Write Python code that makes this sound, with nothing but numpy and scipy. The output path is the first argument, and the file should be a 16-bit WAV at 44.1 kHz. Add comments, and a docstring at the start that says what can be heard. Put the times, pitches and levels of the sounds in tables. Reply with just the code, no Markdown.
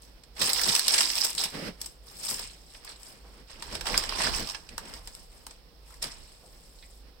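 """In a small furnished room a paper takeaway bag is gripped, lifted close past the microphone and set down.
Creases buckle in swarms of tiny snaps, plus single loud pops; broad panels add a duller rattle.
Both are noise bands gated by the handling. Short resonant ticks join them, and dense echoes follow.
Clothes rub on a chair, air and room rumble, and two hums and a hush stay steady behind.
Each of the two microphone ports rings at its own pitch."""
import sys
import numpy as np
from scipy import signal
from scipy.fft import rfft, irfft
from scipy.io import wavfile
from scipy.ndimage import uniform_filter1d

SR = 44100
rng = np.random.default_rng(int(sys.argv[2]) if len(sys.argv) > 2 else 0)


def inscribe(sig):
    """Save sig as 16-bit PCM at rate SR to the path in sys.argv[1].

    A 1-D sig is mono; a 2-D sig holds one channel per row.
    Samples are clipped to [-1, 1] before scaling.
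    """
    pcm = np.round(np.clip(np.atleast_2d(sig).T, -1, 1) * 32767)
    wavfile.write(sys.argv[1], SR, pcm.astype(np.int16))


N = 317520
TIME = np.arange(N) / SR
EDGES = np.geomspace(20, 18000, 21)   # band edges, Hz
CENTRES = np.sqrt(EDGES[1:] * EDGES[:-1])

# Levels in the tables are relative: layer trims, room and ports act after them.
# Steady hums in the room: (frequency [Hz], width of each of two filter passes [Hz], level [dB])
HUMS = [(50.9, 5.8, -58.5), (481, 48, -75)]
# The sitter leans and clothes rub on the chair: (middle [s], half length [s], level [dB])
LEANS = [(.43, .04, -45.5), (.7, 0.12, -52), (1.55, 0.15, -49.5), (2.33, 0.096, -52), (3.35, 0.3, -65),
         (3.76, 0.042, -47.5), (3.93, 0.049, -45), (4.28, .11, -43), (4.82, .1, -56.5), (5.09, 0.03, -59),
         (5.36, 0.037, -64), (6.05, 0.027, -54.5), (6.55, 0.089, -69.5)]
# The swinging bag pushes air at the microphone: (middle [s], half length [s], level [dB])
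SWINGS = [(2.42, 0.062, -44), (3.9, 0.2, -37.5), (4.28, 0.089, -34), (4.75, 0.35, -47.5),
          (6.08, 0.093, -46)]
# Each squeeze or shift: gripped and scrunched, pulled closer and fingered, lifted past the microphone,
# set down and let go:
# (full strength [s], rise [s], hold [s], crease crackle [dB], panel rattle [dB], crackle tilt [dB/octave])
SQUEEZES = [ (0.021, 0.0082, 0.0072, -56, -68, 2.5), (0.416, 0.04, 0.087, -29, -36.5, 0.5),
            (0.585, 0.094, 0.18, -29.5, -38, 0.5), (0.919, 0.16, 0.096, -27.5, -36.5, -2.5),
            (1.167, 0.24, 0.096, -31.5, -43, -0.5), (1.402, 0.059, 0.026, -34.5, -40.5, -0.5),
            (1.58, .1, .06, -59.5, -52, 3), (1.812, 0.029, .04, -50, -59, 1),
            (2.081, 0.057, 0.037, -55.5, -58, 3.5), (2.297, 0.13, 0.02, -33.5, -43, 2.5),
            (2.391, 0.028, 0.018, -40.5, -51, -4), (2.502, 0.027, 0.0083, -53.5, -63, -4.5),
            (2.746, .15, .01, -55, -60.5, -1.5), (2.88, 0.08, 0.023, -50.5, -51, -5),
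            (3.023, 0.077, 0.088, -55, -58, 3), (3.37, 0.59, 0.018, -64.5, -62, 0),
            (3.503, 0.034, 0.011, -51.5, -54.5, -5.5), (3.728, 0.21, 0.018, -46.5, -45, -3.5),
            (3.879, 0.051, .13, -38.5, -35.5, -1.5), (4.243, 0.2, 0.013, -32, -29.5, -4),
            (4.341, 0.047, 0.043, -36, -39.5, -1), (4.477, 0.04, 0.0078, -38.5, -43.5, -1),
            (4.873, 0.12, .1, -54.5, -51, -1), (5.068, 0.12, 0.15, -57.5, -62.5, 0.5),
            (5.326, 0.093, 0.1, -64, -64.5, 3), (5.498, 0.022, 0.0073, -58.5, -65, -5),
            (5.905, 0.096, .04, -58.5, -58.5, 2.5), (6.022, 0.0067, 0.011, -38.5, -45, -3),
            (6.105, .03, .025, -53, -54, -5.5), (6.21, 0.082, 0.14, -59, -68.5, -2),
            (6.444, 0.21, 0.53, -64, -87, 3.5)]
# Light handling mostly slides the sheets, hard handling buckles them:
# (crackle level [dB], share of smooth sliding [0-1])
SLIDING = [(-62, .72), (-52, .33), (-42, .14), (-30, .08)]
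# The loudest single creases:
# (time [s], crack [dB], panel thump [dB], crack's buckling time [s], crack tilt [dB/octave])
POPS = [(0.235, -52, -73, .0045, -4.5), (0.364, -48.5, -47.5, 0.0088, -1), (.4156, -26, -33, .0057, -6.5),
        (0.5319, -20.5, -43, 0.0022, 5), (0.6896, -25.5, -44, 0.01, -2), (0.7501, -16.5, -51, 0.0032, -0.5),
        (0.7618, -21, -48, .0025, -1), (0.793, -17.5, -43, 0.0023, 0), (0.8805, -16.5, -35, 0.0029, 1),
        (.938, -26, -40, 0.0051, -6), (.9803, -23, -47, 0.0072, -3), (1.006, -20, -51, 0.0045, -2),
        (1.101, -23, -36.5, 0.0018, -3), (1.246, -23.5, -35.5, .0057, 4), (1.3028, -31, -50, 0.0018, 7),
        (1.3493, -32, -58, 0.0027, 1), (1.3801, -28, -47, 0.003, -2), (1.436, -26, -44, 0.0085, 0.5),
        (1.8142, -31.5, -56, 0.0032, 5), (1.859, -38, -56, 0.0046, 2.5), (2.235, -38.5, -58, .0057, 0),
        (2.393, -35, -43, 0.0042, 2), (2.747, -51, -53, .005, -9.5), (2.8468, -44.5, -52, 0.0039, 6),
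        (3.031, -45, -60, .003, 2), (3.6227, -34.5, -42.5, 0.0042, -3.5),
        (3.7517, -29.5, -35.5, 0.0025, -3.5), (3.809, -34.5, -39, 0.0044, -1.5),
        (3.8548, -38, -37.5, 0.0043, -6), (3.8665, -31, -33.5, 0.006, -2.5), (3.9434, -37, -31, .0024, -11),
        (3.9764, -16.5, -38, 0.0024, 0), (4.0364, -35, -35, 0.004, -1), (4.0906, -33.5, -42, 0.0049, -4.5),
        (4.122, -39, -37, 0.0024, -3.5), (4.546, -41, -42, 0.0055, -10), (4.6893, -44, -65, 0.0036, -6),
        (4.7794, -27, -32, 0.002, 2), (4.9373, -39, -55, 0.0027, -1.5), (5.073, -40, -48, 0.0044, 1),
        (5.15, -40, -57, 0.0018, 1.5), (5.4657, -40.5, -42.5, 0.0032, 5.5), (5.508, -47.5, -51, 0.0051, -2),
        (6.024, -32.5, -39, 0.006, 2), (6.04, -32, -43, .003, -3)]
# Where the bag is held: (time [s], left minus right [dB])
BAG_SIDE = [(0, -0.5), (.7, -1.5), (1.3, 2), (1.8, 2), (2.4, 2.5), (3.2, 2.5), (3.8, -0.5), (4.4, -0.5),
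            (5.0, 2.5), (6.1, 3)]
# Pitched ticks and soft bumps:
# (time [s], frequency [Hz], width of each of two filter passes [Hz], level [dB], decay [s])
TICKS = [(1.379, 3960, 1190, -32, 0.046), (3.244, 600, 910, -56.5, 0.036), (3.623, 1060, 350, -42, 0.0092),
         (3.943, 2340, 1000, -22.5, 0.0022), (4.123, 1090, 350, -33, 0.0047),
         (4.779, 1550, 600, -39.5, 0.005), (6.429, 563, 444, -59, 0.047), (6.52, 510, 400, -65, 0.03),
         (6.787, 4040, 1200, -55.5, 0.01), (6.826, 2180, 700, -52.5, 0.016),
         (6.826, 4000, 1200, -52, 0.0079)]
# Spectra of paper creases, paper panels, rubbing cloth, rumble and room hush:
# (frequency [Hz], relative density [dB])
CREASE_COLOUR = [(200, -63), (800, -49), (1500, -7.5), (2500, -0.5), (5000, 1.5), (8000, 3), (11000, -1),
                 (16000, -1)]
PANEL_COLOUR = [(100, -27.5), (250, -7), (450, -3.5), (700, -1), (1000, 2.5), (1500, -1.5), (2300, -1),
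                (4000, -5), (12000, -35)]
CLOTH_COLOUR = [(50, -9), (90, -9), (160, 0), (300, -5), (500, -6.5), (900, -17.5), (2000, -10.5),
                (8000, -25)]
RUMBLE_COLOUR = [(22, -1), (32, 6.5), (45, -6), (62, -2.5), (85, -16.5), (110, -11.5), (300, -38)]
HUSH_COLOUR = [(25, -16), (36, 0), (52, -25), (75, -66), (130, -6), (280, -11.5), (480, -10), (800, -14.5),
               (1600, -19.5), (4000, -18), (9000, -31.5), (16000, -17)]
# Likeness of the two channels: (frequency [Hz], correlation [0-1])
LIKENESS = [(30, 0.56), (60, 1), (130, 0.78), (300, 0.64), (640, 0.53), (1400, 0.056), (3000, 0),
            (15000, 0)]
# Response of each microphone port: (frequency [Hz], gain [dB])
LEFT_PORT = [(100, 0.5), (1000, 1), (2200, -2.5), (3600, -3.5), (4500, -8.5), (5300, -15), (6100, -9.5),
             (7000, -1.5), (7600, 5), (8200, 7), (9000, 3.5), (10200, -2), (15500, -7.5)]
RIGHT_PORT = [(100, 2.5), (1000, 3.5), (2200, 1), (3600, 3), (4200, 5.5), (4800, 8.5), (5300, 13.5),
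              (5700, 4.5), (6300, -1.5), (7400, -13), (8400, -21.5), (10000, -16.5), (12500, -11),
              (15500, -6)]

RISE_DB, RISE_CURVE = 20, 1.16   # a squeeze is 20 dB down one rise time early; curve above 1 steepens its start
RELEASE_DB_PER_S = 176   # the crackle dies when the fingers stop
RELAX_DB, RELAX_DB_PER_S = -20, 40.5   # then the bent paper slowly relaxes
FIRM_GRIP_DB = -42   # crackle level at which snaps come at their normal rate
CREASE_DECAY_S, PANEL_DECAY_S = 0.0013, 0.0055
FOLDS_PER_S, FOLD_SHARE, FOLD_DECAY_S = 90, 0.32, 0.003
ROOM_T60_LOW_S = 0.15   # reverberation time towards the lowest pitches
CUTOFF_HZ = 15900


def from_db(db):
    """Decibels to gain."""
    return 10 ** (np.asarray(db) / 20)


def at_hz(points, hz):
    """Read a table on a log-frequency axis."""
    table = np.array(points)
    return np.interp(np.log(hz), np.log(table[:, 0]), table[:, 1])


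def band_gains(colour):
    """Gain of each band, such that the bands together have unit power."""
    gains = from_db(at_hz(colour, CENTRES))
    power = np.sum(gains ** 2 * np.diff(EDGES)) * 2 / SR
    return gains / np.sqrt(power)


def flicker(per_s, spread_db):
    """A gain that wanders at random; mean power 1."""
    steps = rng.standard_normal(N // 20)
    wander = np.interp(TIME * per_s, np.arange(len(steps)), steps)
    gain = from_db(spread_db * wander)
    return gain / np.sqrt(np.mean(gain ** 2))


def swells(rows):
    """Power of movements that grow and fade smoothly."""
    return sum(from_db(db) ** 2 * np.exp(-((TIME - s) / half_s) ** 2) for s, half_s, db in rows)


def banded_noise(envelopes, size=N):
    """Stereo noise, gated by one envelope a band and then filtered, so that nothing sounds early."""
    out = np.zeros((2, size))
    white = rng.standard_normal((2, 2, size))
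    for k, envelope in enumerate(envelopes):
        mid, side = white[k % 2]   # neighbouring bands use different noise
        alike = np.clip(at_hz(LIKENESS, CENTRES[k]), -1, 1)
        shared = np.sqrt((1 + alike) / 2) * mid
        opposed = np.sqrt((1 - alike) / 2) * side * [[1], [-1]]
        band = signal.butter(2, EDGES[k:k + 2], "band", fs=SR, output="sos")
        out += signal.sosfilt(band, (shared + opposed) * envelope + 1e-18)
    return out


def resonant_noise(hz, width_hz):
    """Noise held in one resonance by two passes of a peak filter; rms 1."""
    peak = signal.iirpeak(hz, hz / width_hz, fs=SR)
    noise = signal.lfilter(*peak, rng.standard_normal(N + SR))
    noise = signal.lfilter(*peak, noise)[SR:]   # drop the build-up
    return noise / np.std(noise)


def hums():
    """Steady hums of the room, each a noise-fed resonance."""
    return sum(from_db(db) * resonant_noise(hz, width_hz) for hz, width_hz, db in HUMS)


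def cloth(sitting_db=-72, level_db=5.0, patchy_db=0.5, catch_db=7.0):
    """Dull rubbing that catches and slips as the sitter leans, with faint rubbing between."""
    level = np.sqrt(swells(LEANS) + from_db(sitting_db) ** 2)
    level = level * from_db(level_db) * flicker(22, catch_db)
    return [level * gain * flicker(25, patchy_db) for gain in band_gains(CLOTH_COLOUR)]


def rumble(room_db=-55, level_db=-5.5):
    """Low noise of the room, swelling as the swinging bag pushes air at the microphone."""
    level = np.sqrt(swells(SWINGS) + from_db(room_db) ** 2) * from_db(level_db)
    return [level * gain for gain in band_gains(RUMBLE_COLOUR)]


def background(hush_db=-60):
    """Rubbing, rumble and the steady hush of the room, added as power in each band."""
    hush = from_db(hush_db) * band_gains(HUSH_COLOUR)
    layers = zip(cloth(), rumble(), hush)
    return banded_noise([np.sqrt(rub ** 2 + low ** 2 + still ** 2) for rub, low, still in layers])


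def handling():
    """Crackle dB, rattle dB and tilt: every squeeze builds up, holds, stops and leaves the paper relaxing."""
    crease = panel = tilted = 1e-12
    for s, rise_s, hold_s, crease_db, panel_db, tilt in SQUEEZES:
        early = np.maximum(s - TIME, 0)
        late = np.maximum(TIME - s - hold_s, 0)
        release_db = np.maximum(-RELEASE_DB_PER_S * late, RELAX_DB - RELAX_DB_PER_S * late)
        rise_db = -RISE_DB * (early / rise_s) ** RISE_CURVE
        power = from_db(np.maximum(release_db + rise_db, -100)) ** 2
        crackle = power * from_db(crease_db) ** 2
        crease = crease + crackle
        panel = panel + power * from_db(panel_db) ** 2
        tilted = tilted + crackle * tilt
    return 10 * np.log10(crease), 10 * np.log10(panel), tilted / crease


def die_away(energy, decay_s):
    """Spread each packet of energy over an exponential tail; decay_s is that of the amplitude."""
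    r = np.exp(-2 / (decay_s * SR))
    return signal.lfilter([1 - r], [1, -r], energy)


def buckling(per_s, size_db, even_s):
    """Energy of tiny snaps at random moments, evened out to a local mean near 1.
    Positive size_db gives a few larger snaps, negative a few smaller ones."""
    sizes = from_db(size_db * np.minimum(rng.exponential(1, N), 4)) ** 2
    energy = sizes * (rng.random(N) < per_s / SR)
    local = uniform_filter1d(energy, int(even_s * SR))
    return energy / (local + np.mean(energy) / 10)


def pop_power(column, length_scale, octaves):
    """Power of the loud pops: each fold crackles along its length, then stops.
    octaves is the band's height, on which each pop's tilt acts."""
    age = TIME[:SR // 20]
    out = np.zeros(N + SR // 20)
    for pop in POPS:
        at, length_s, tilt = round(pop[0] * SR), pop[3] * length_scale, pop[4]
        shape = (1 - np.exp(-16 * age / length_s)) / (1 + (age / length_s) ** 5)
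        out[at:at + len(age)] += from_db(pop[column] + tilt * octaves) ** 2 * shape
    return out[:N]


def bag(snaps_per_s=700, size_db=-3.0, fold_spread_db=0.6, crease_db=2.5, panel_db=-1.0,
        crack_db=2.8, thump_db=0.5, thump_length_scale=1.26, facet_db=4.0, pop_facet_db=1.5):
    """Every snap cracks along its crease and shakes the panel beside it; sheets also slide on each other."""
    crease, panel, tilt = handling()
    slide = np.interp(crease, *np.transpose(SLIDING))
    # harder handling, more snaps
    rate = snaps_per_s * from_db(0.32 * (crease - FIRM_GRIP_DB))
    snaps = buckling(rate, size_db, even_s=0.034)
    # now and then a longer fold gives way
    folds = die_away(buckling(FOLDS_PER_S, fold_spread_db, even_s=0.067), FOLD_DECAY_S)
    snaps = (1 - FOLD_SHARE) * snaps + FOLD_SHARE * folds
    crackle = slide + (1 - slide) * die_away(snaps, CREASE_DECAY_S)
    crackle = crackle * from_db(crease + crease_db) ** 2
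    rattle = slide + (1 - slide) * die_away(snaps, PANEL_DECAY_S)
    rattle = rattle * from_db(panel + panel_db) ** 2
    thumps = from_db(thump_db) ** 2 * pop_power(2, thump_length_scale, 0)
    envelopes = []
    for hz, bright, dull in zip(CENTRES, band_gains(CREASE_COLOUR), band_gains(PANEL_COLOUR)):
        octaves = np.log2(max(hz, 2200) / 6000)   # tilts pivot at 6 kHz and level off below 2.2 kHz
        swarm = (bright * from_db(tilt * octaves)) ** 2 * crackle + dull ** 2 * rattle
        cracks = (bright * from_db(crack_db)) ** 2 * pop_power(1, 1, octaves)
        pops = cracks + dull ** 2 * thumps
        # facets of all sizes take turns, so each snap has a colour of its own
        swarm = swarm * flicker(160, facet_db) ** 2
        pops = pops * flicker(160, pop_facet_db) ** 2
        envelopes.append(np.sqrt(swarm + pops))
    side_db = np.interp(TIME, *np.transpose(BAG_SIDE))
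    return banded_noise(envelopes) * from_db(side_db * np.array([[0.5], [-0.5]]))


def room(x, first_echo_s=0.00401, damping_hz=11000):
    """Dense echoes from desk, wardrobe and walls, as decaying noise; the treble dies first."""
    age = TIME[:SR // 2]
    envelopes = []
    for hz in CENTRES:
        fall_db = -60 * age * (1 + hz / damping_hz / 2) / ROOM_T60_LOW_S
        envelopes.append(from_db(fall_db) * (age > first_echo_s))
    tail = banded_noise(envelopes, size=len(age))
    tail = tail / np.sqrt(np.sum(tail ** 2, axis=1, keepdims=True))
    return signal.fftconvolve(x, tail, axes=1)[:, :N]


def ticks():
    """Short knocks, each a sudden noise burst dying away in one broad resonance."""
    out = np.zeros(N)
    for s, hz, width_hz, db, decay_s in TICKS:
        fade = (TIME > s) * np.exp(-np.abs(TIME - s) / decay_s)
        out += from_db(db) * resonant_noise(hz, width_hz) * fade
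    return out


def scene(room_db=-8.5):
    """The bag and ticks close to the microphone, their echoes, the background and the hums of the room."""
    near = bag() + ticks()
    return near + from_db(room_db) * room(near) + background() + hums()


def port(x, response):
    """A microphone port as a causal (minimum-phase) filter: its resonance rings after every click."""
    size = 2048
    hz = np.maximum(np.arange(size // 2 + 1) * SR / size, 1)
    cepstrum = irfft(np.log(from_db(at_hz(response, hz))))
    folded = np.r_[cepstrum[0], 2 * cepstrum[1:size // 2]]   # folding makes it minimum-phase
    impulse = irfft(np.exp(rfft(folded, size)))
    return signal.fftconvolve(x, impulse)[:N]


def record(dry):
    """Each microphone port colours its channel; a steep low-pass cuts the top."""
    heard = np.array([port(dry[0], LEFT_PORT), port(dry[1], RIGHT_PORT)])
    low_pass = signal.ellip(12, 0.1, 80, CUTOFF_HZ, fs=SR, output="sos")
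    return signal.sosfilt(low_pass, heard)


dry = scene()
out = record(dry)
inscribe(out)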